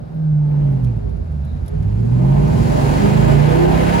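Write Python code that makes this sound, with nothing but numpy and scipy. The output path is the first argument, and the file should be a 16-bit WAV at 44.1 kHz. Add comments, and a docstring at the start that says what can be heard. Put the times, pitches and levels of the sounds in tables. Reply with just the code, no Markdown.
"""V8 car at night, from inside.

The revs sag, then the throttle opens: the exhaust drone climbs through the cabin's resonances and turns
throaty as the cylinders fire unevenly. Intake air, pulsing with the firings, swells to a loud rush over
the road rumble. Something small ticks lightly in the cabin while the engine is quiet."""
import sys
import numpy as np
from scipy.fft import rfft, irfft, next_fast_len
from scipy.io import wavfile
from scipy.ndimage import uniform_filter1d, minimum_filter1d, map_coordinates

SR = 44100
rng = np.random.default_rng(int(sys.argv[2]) if len(sys.argv) > 2 else 0)


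def log_audio(samples):
    """Write samples as a 16-bit WAV file to the path given in sys.argv[1]."""
    # one column per channel
    frames = np.atleast_2d(samples).T
    # limit to full scale, then quantise
    limited = np.clip(frames, -1, 1)
    pcm = np.round(limited * 32767).astype(np.int16)
    wavfile.write(sys.argv[1], SR, pcm)


N = 176400

# Phase lead, left over right: freq_hz, lead_rad
STEREO_LEAD = [(50, 0), (150, 0.38), (210, 1.5), (260, 2), (350, 2), (500, 4), (1300, 3.5)]
# Left-right likeness of noise: freq_hz, correlation
STEREO_CORRELATION = [(50, 0.99), (130, 0.81), (220, 0.37), (380, 0.077), (700, -0.23), (1300, -0.65),
                      (2300, 0.22), (4400, 0.25), (8000, 0.023), (15000, -0.0073)]
# Exhaust-to-cabin response: freq_hz, gain_db
CABIN_RESPONSE = [(30, -9.5), (42, 1), (56, 12), (72, 3.5), (90, 0.5), (105, -1), (125, 2.45), (150, 3),
                  (180, -2.5), (205, -5), (260, -9), (300, -26), (345, -14), (380, -19), (405, -6),
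                  (440, -14), (495, -22), (550, -23.5), (615, -8), (690, -37), (770, -22), (950, -27.5),
                  (1200, -38)]
# Resonances and nulls per order (multiple of the cycle rate): order, centre_hz, half_width_hz, gain_db
CABIN_MODES = [(2, 64, 7, -3), (3, 54, 7, 2), (4, 138, 14, -4), (5, 56, 11, 4), (5, 88, 10, -7),
               (5, 150, 9, 4), (5, 170, 14, 3), (6, 128, 14, 3), (6, 165, 12, -4), (7, 126, 10, -8),
               (7, 171, 9, -8), (8, 208, 17, 7), (11, 195, 18, 8), (11, 275, 30, 9), (11, 345, 14, 15.5),
               (12, 330, 70, 5), (16, 143, 9, 2), (16, 187, 30, -14), (16, 295, 14, 5), (16, 345, 25, 15),
               (16, 402, 22, 6), (16, 487, 18, 19), (19, 355, 35, 11), (22, 398, 16, 7), (24, 765, 25, 14),
               (27, 940, 18, 26)]

# Road rumble: time_s, level_db
RUMBLE_LEVELS = [(0, -36), (.4, -30.5), (.9, -23.5), (1.6, -33.5), (2.2, -20), (2.7, -24), (3.3, -24.5),
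                 (4, -25)]
# Cabin ticks, before trim: start_s, clack_db, snap_db
TICKS = [(.145, -66, -58), (.672, -59, -55), (.72, -55, -49), (.835, -52, -48), (.845, -43.5, -44),
         (.87, -52, -58), (.965, -58, -55), (1.093, -51, -55), (1.166, -56, -55), (1.32, -57, -55),
         (1.447, -49, -46.5), (1.66, -45, -46), (1.679, -40.5, -36.5), (1.826, -45, -51)]
# Engine whines: order, peak_s, sigma_s, level_db
WHINES = [(48, .5, .17, -51), (80, .27, .12, -60)]
# Fixed-pitch hums: pitch_hz, peak_s, sigma_s, level_db
HUMS = [(499, .65, .3, -46), (1310, .56, .1, -55)]
# Throttle whistles: peak_s, sigma_s, pitch_hz, half_width_hz, level_db
WHISTLES = [(1.52, .06, 3850, 300, -62), (3.26, .09, 7450, 130, -48)]

# Noise spectra of road, ticks and intake: freq_hz, relative_db
RUMBLE_SPECTRUM = [(20, -34.5), (35, -23.5), (52, 7.5), (65, -4), (85, -13), (130, 1), (200, -9),
                   (300, -19), (600, -31.5), (1500, -79.5)]
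AIR_TYRE_SPECTRUM = [(150, -18), (350, -5), (470, 1.5), (720, 1.5), (1000, -8.5), (1400, -9), (1800, -19),
                     (2300, -24), (3200, -29), (3800, -26), (5000, -28.5), (7000, -39), (9000, -39),
                     (11000, -37), (15500, -49)]
CLACK_SPECTRUM = [(1500, -29.5), (2700, -11.5), (3500, 3), (6500, -3), (8500, -7.5), (12000, -29.5)]
SNAP_SPECTRUM = [(6000, -35), (8800, -9), (10800, 6.5), (13000, -6), (15500, -15.5)]
ROAR_SPECTRUM = [(150, -31), (260, -0.5), (350, 5.5), (378, -1), (402, 6.5), (450, -7), (555, -15),
                 (690, -6.5), (780, -1), (860, -1.5), (935, 0.5), (980, -8.5), (1025, -2), (1090, -12),
                 (1230, -13.5), (2500, -64.5)]
HONK_SPECTRUM = [(380, -30.5), (460, -7), (497, 5), (550, -10), (612, -0.5), (690, -3.5), (800, -5.5),
                 (1100, -43.5)]
RUSH_SPECTRUM = [(600, -31.5), (1080, -2), (1230, 2), (1330, 0), (1650, 0.5), (1980, -5), (2150, -4),
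                 (2600, -7.5), (3300, -11.5), (4200, -18.5), (7000, -40.5)]
HISS_SPECTRUM = [(2000, -20), (3800, 1), (5200, 1.5), (5480, -3.5), (5800, -1), (6700, -0.5), (7400, -1),
                 (8700, -7), (10500, -4), (12000, -6.5), (13300, -26), (15500, -6)]

# Engine speed: time_s, speed_rpm
REVS = [(0.0, 2520), (0.15, 2392), (0.35, 2245), (0.64, 2173), (0.8, 1938), (1.0, 1600), (1.2, 1299),
        (1.4, 1035), (1.6, 1263), (1.85, 1485), (2.05, 1736), (2.3, 2045), (2.55, 2376), (2.8, 2760),
        (3.05, 3043), (3.35, 3428), (3.7, 3862), (4.0, 4240)]
# Intake strength, before trim: time_s, roar_db, rush_db, hiss_db
INTAKE_LEVELS = [(0, -56.5, -65.5, -78), (.35, -51, -65.5, -74), (.6, -41, -54.5, -67.5),
                 (.8, -42, -57.5, -66.5), (1.1, -53, -61.5, -71.5), (1.4, -55.5, -62, -70),
                 (1.75, -48.5, -56.5, -66), (2.05, -42.5, -54.5, -61), (2.35, -29, -44.5, -54.5),
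                 (2.6, -28, -40, -45.5), (2.92, -24.5, -34.5, -41.5), (3.25, -24.5, -33, -43.5),
                 (3.5, -23, -32, -43.5), (3.75, -24.5, -32.5, -44.5), (4, -25.5, -28, -39)]
# Exhaust drive: time_s, firing_db, burble_db
EXHAUST_DRIVE = [(0, -32, -24), (0.1, -36.5, -34), (0.165, -22, -27.5), (0.28, -15.5, -35.5),
                 (0.65, -15.5, -24), (1, -20.5, -29.5), (1.15, -29, -28.5), (1.4, -22.5, -34.5),
                 (1.55, -26, -27.5), (1.7, -28, -28), (1.85, -17, -22), (2.1, -14.5, -21.5),
                 (2.45, -14.5, -12.5), (2.62, -20, -10.5), (2.9, -28, -9.7), (3.03, -15.5, -9.5),
                 (3.2, -14.5, -5.5), (3.6, -14.5, -7), (4, -5, -2)]
# Exhaust orders 2-16: order, gain_db, left_minus_right_db
LOW_ORDERS = [(2, -23.5, -16.5), (3, -23, -4), (4, -19, -1), (5, -13.5, -10), (6, -15, -3.5),
              (7, -15, -7.5), (8, -2.5, -2.5), (9, -15, -14), (10, -17, -2), (11, -10, -0.5), (12, -18, 3),
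              (13, -10, -1), (14, -15.5, 0.5), (15, -15, -4.5), (16, -6.5, -7.5)]
# Firing unevenness: time_s, roughness_0_to_1
ROUGHNESS = [(.65, .08), (.95, .3), (1.1, .7), (1.4, .3), (1.65, .7), (2.05, .35), (2.4, .35), (2.62, .9),
             (2.95, .9), (3.2, .5), (3.5, .22), (4, .22)]

CYLINDERS = 8
TIME_S = np.arange(N) / SR


def amp(db):
    """Decibels to gain."""
    return 10 ** (np.asarray(db) / 20)


def unit_rms(x):
    """Scale to rms 1."""
    return x / np.sqrt(np.mean(x ** 2) + 1e-20)


def at_hz(table, hz):
    """Interpolate (freq_hz, value) rows on a log axis."""
    freqs_hz, values = np.transpose(table)
    return np.interp(np.log(hz + 1), np.log(freqs_hz + 1), values)


def curves(table):
    """Per-sample curve for each column after time_s."""
    times_s, *columns = np.transpose(table)
    return [np.interp(TIME_S, times_s, column) for column in columns]


def wobble(rate_hz):
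    """Smooth random curve, rate_hz knots a second."""
    return map_coordinates(rng.standard_normal(int(N * rate_hz / SR) + 4), [TIME_S * rate_hz])


def cycle_wobble(cycle_rad, knots_per_cycle=3):
    """Smooth random curve paced by the engine cycle."""
    position = cycle_rad / (2 * np.pi) * knots_per_cycle
    return map_coordinates(rng.standard_normal(int(position[-1]) + 4), [position])


def swell(peak_s, sigma_s):
    """Gaussian envelope."""
    return np.exp(-.5 * ((TIME_S - peak_s) / sigma_s) ** 2)


def strike(start_s, t60_s, attack_s=.002):
    """Fast rise, exponential decay."""
    age_s = np.maximum(TIME_S - start_s, 0)
    return (1 - np.exp(-age_s / attack_s)) * np.exp(-np.log(1000) * age_s / t60_s)


def filtered(x, response):
    """FFT filter with gain response(hz)."""
    size = next_fast_len(N + SR // 2)
    return irfft(rfft(x, size) * response(np.fft.rfftfreq(size, 1 / SR)), size)[..., :N]


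def pan(pan_db):
    """Stereo gains of mean power 1; positive is left."""
    return unit_rms(amp(np.array([[pan_db], [-pan_db]]) / 2))


def noise_band(centre_hz, half_width_hz):
    """Narrow stereo noise, rms 1."""
    white = rng.standard_normal((2, N))
    return unit_rms(filtered(white, lambda hz: np.exp(-((hz - centre_hz) / half_width_hz) ** 2)))


def stereo_noise(spectrum, pan_db):
    """Coloured stereo noise of rms 1, centred in the bass and wide in the midrange."""
    def mid_side_gains(hz):
        spread_rad = np.arccos(at_hz(STEREO_CORRELATION, hz)) / 2
        return amp(at_hz(spectrum, hz)) * [np.cos(spread_rad), np.sin(spread_rad)]
    mid, side = filtered(rng.standard_normal((2, N)), mid_side_gains)
    return unit_rms(np.array([mid + side, mid - side])) * pan(pan_db)


def stereo_tone(phase_rad, hz):
    """Sine of rms 1; left leads right by a pitch-dependent phase, widening the midrange."""
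    lead_rad = at_hz(STEREO_LEAD, hz) * np.array([[.5], [-.5]])
    return np.sqrt(2) * np.sin(phase_rad + rng.uniform(0, 2 * np.pi) + lead_rad)


def standing_waves(x, depth_db=2.3, spacing_hz=24):
    """Dense cabin modes add narrow fixed peaks and dips; rms 1."""
    knots_db = depth_db * rng.standard_normal(int(SR / spacing_hz))
    return unit_rms(filtered(x, lambda hz: amp(map_coordinates(knots_db, [hz / spacing_hz]))))


def road(air_tyre_db=-44.5):
    """Body rumble plus steady air and tyre noise."""
    rumble_db, = curves(RUMBLE_LEVELS)
    rumble = amp(rumble_db) * stereo_noise(RUMBLE_SPECTRUM, pan_db=-6)
    return rumble + amp(air_tyre_db) * stereo_noise(AIR_TYRE_SPECTRUM, pan_db=1)


def ticks(t60_s=.038, trim_db=-3, ping_db=-49):
    """Dry ticks, each a mix of clack and bright snap; one rings."""
    clack_envelope = sum(amp(db) * strike(start_s, t60_s) for start_s, db, _ in TICKS)
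    snap_envelope = sum(amp(db) * strike(start_s, t60_s) for start_s, _, db in TICKS)
    clack = clack_envelope * stereo_noise(CLACK_SPECTRUM, pan_db=4.5)
    snap = snap_envelope * stereo_noise(SNAP_SPECTRUM, pan_db=-1.5)
    ping = strike(start_s=.869, t60_s=.06) * noise_band(centre_hz=2480, half_width_hz=170)
    return amp(trim_db) * (clack + snap) + amp(ping_db) * ping


def hums():
    """Two fixed pitches swell and fade."""
    return sum(amp(db) * swell(peak_s, sigma_s) * stereo_tone(2 * np.pi * hz * TIME_S, hz)
               for hz, peak_s, sigma_s, db in HUMS)


def whines(cycle_rad):
    """Faint high engine orders, falling with the revs."""
    stereo_rad = np.array([[0], [1]])
    return sum(amp(db) * swell(peak_s, sigma_s) * np.sin(order * cycle_rad + stereo_rad)
               for order, peak_s, sigma_s, db in WHINES)


def whistles():
    """Air whistles briefly past the throttle."""
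    return sum(amp(db) * swell(peak_s, sigma_s) * noise_band(hz, half_width_hz)
               for peak_s, sigma_s, hz, half_width_hz, db in WHISTLES)


def crank(jitter=.002):
    """Rate and phase of the four-stroke cycle: two revolutions each."""
    rpm, = curves(REVS)
    cycle_hz = uniform_filter1d(rpm, size=4000) / 120
    cycle_hz *= 1 + jitter * wobble(rate_hz=25)
    return cycle_hz, 2 * np.pi * np.cumsum(cycle_hz) / SR


def intake(cycle_hz, cycle_rad, surge_db=1.05, honk_db_per_krpm=5):
    """Indrawn air pulses with the firings and the crank; its midrange honk opens with the revs."""
    gulps = unit_rms(np.cos(CYLINDERS * cycle_rad) + .47 * np.cos(2 * cycle_rad) + .39 * np.cos(cycle_rad))

    def pulsed(air, depth, trim_db):
        return amp(trim_db) * unit_rms(np.exp(depth * gulps / 2) * air)

    roar_db, rush_db, hiss_db = curves(INTAKE_LEVELS)
    roar_db += surge_db * wobble(rate_hz=9)
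    above_mean_krpm = (cycle_hz - cycle_hz.mean()) * 120 / 1000
    honk_db = roar_db + honk_db_per_krpm * above_mean_krpm
    roar = pulsed(stereo_noise(ROAR_SPECTRUM, pan_db=-1.5), depth=.22, trim_db=2)
    honk = pulsed(stereo_noise(HONK_SPECTRUM, pan_db=-4.5), depth=.22, trim_db=-8.5)
    rush = pulsed(standing_waves(stereo_noise(RUSH_SPECTRUM, pan_db=.5)), depth=.17, trim_db=3)
    hiss = pulsed(standing_waves(stereo_noise(HISS_SPECTRUM, pan_db=1.5)), depth=.17, trim_db=3.5)
    return amp(roar_db) * roar + amp(honk_db) * honk + amp(rush_db) * rush + amp(hiss_db) * hiss


def exhaust(cycle_hz, cycle_rad):
    """Firing note and burble of uneven cylinder banks sweep through the cabin's resonances."""
    stumble_db, stumble_rad = 2.3, .027  # firing scatter at full roughness
    waver_db_per_order, burble_waver_db = .1783, 2.6
    high_order_db, firing_lift_db = -15, 5.5
    firing_db, burble_db = curves(EXHAUST_DRIVE)
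    roughness, = curves(ROUGHNESS)
    uneven_rad = cycle_rad + stumble_rad * roughness * cycle_wobble(cycle_rad)
    high_orders = [(order, high_order_db + firing_lift_db * (order % CYLINDERS == 0), 0)
                   for order in range(17, 40)]
    drone = np.zeros((2, N))
    for order, gain_db, pan_db in list(LOW_ORDERS) + high_orders:
        hz = order * cycle_hz
        drive_db = firing_db if order in (CYLINDERS, 2 * CYLINDERS) else burble_db
        waver_db = np.hypot(waver_db_per_order * order, burble_waver_db * (order % CYLINDERS != 0))
        modes_db = sum(db * np.exp(-((hz - centre_hz) / half_width_hz) ** 2)
                       for mode_order, centre_hz, half_width_hz, db in CABIN_MODES if mode_order == order)
        cabin_db = at_hz(CABIN_RESPONSE, hz) + modes_db
        level_db = drive_db + gain_db + cabin_db + waver_db * wobble(rate_hz=8)
        drone += amp(level_db) * pan(pan_db) * stereo_tone(order * uneven_rad, hz)
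    return drone * amp(stumble_db * roughness * cycle_wobble(uneven_rad))


def scene():
    """Mix at the front seat."""
    cycle_hz, cycle_rad = crank()
    engine = exhaust(cycle_hz, cycle_rad) + whines(cycle_rad)
    return engine + hums() + intake(cycle_hz, cycle_rad) + whistles() + road() + ticks()


def record(dry, ceiling=.88, hold_s=.02, cutoff_hz=15900):
    """Peak limiter, then brick-wall low-pass."""
    hold_samples = int(hold_s * SR)
    needed_gain = ceiling / np.maximum(np.abs(dry).max(axis=0), ceiling)
    gain = uniform_filter1d(minimum_filter1d(needed_gain, hold_samples), hold_samples)
    return filtered(dry * gain, lambda hz: hz < cutoff_hz)


dry = scene()
out = record(dry)
log_audio(out)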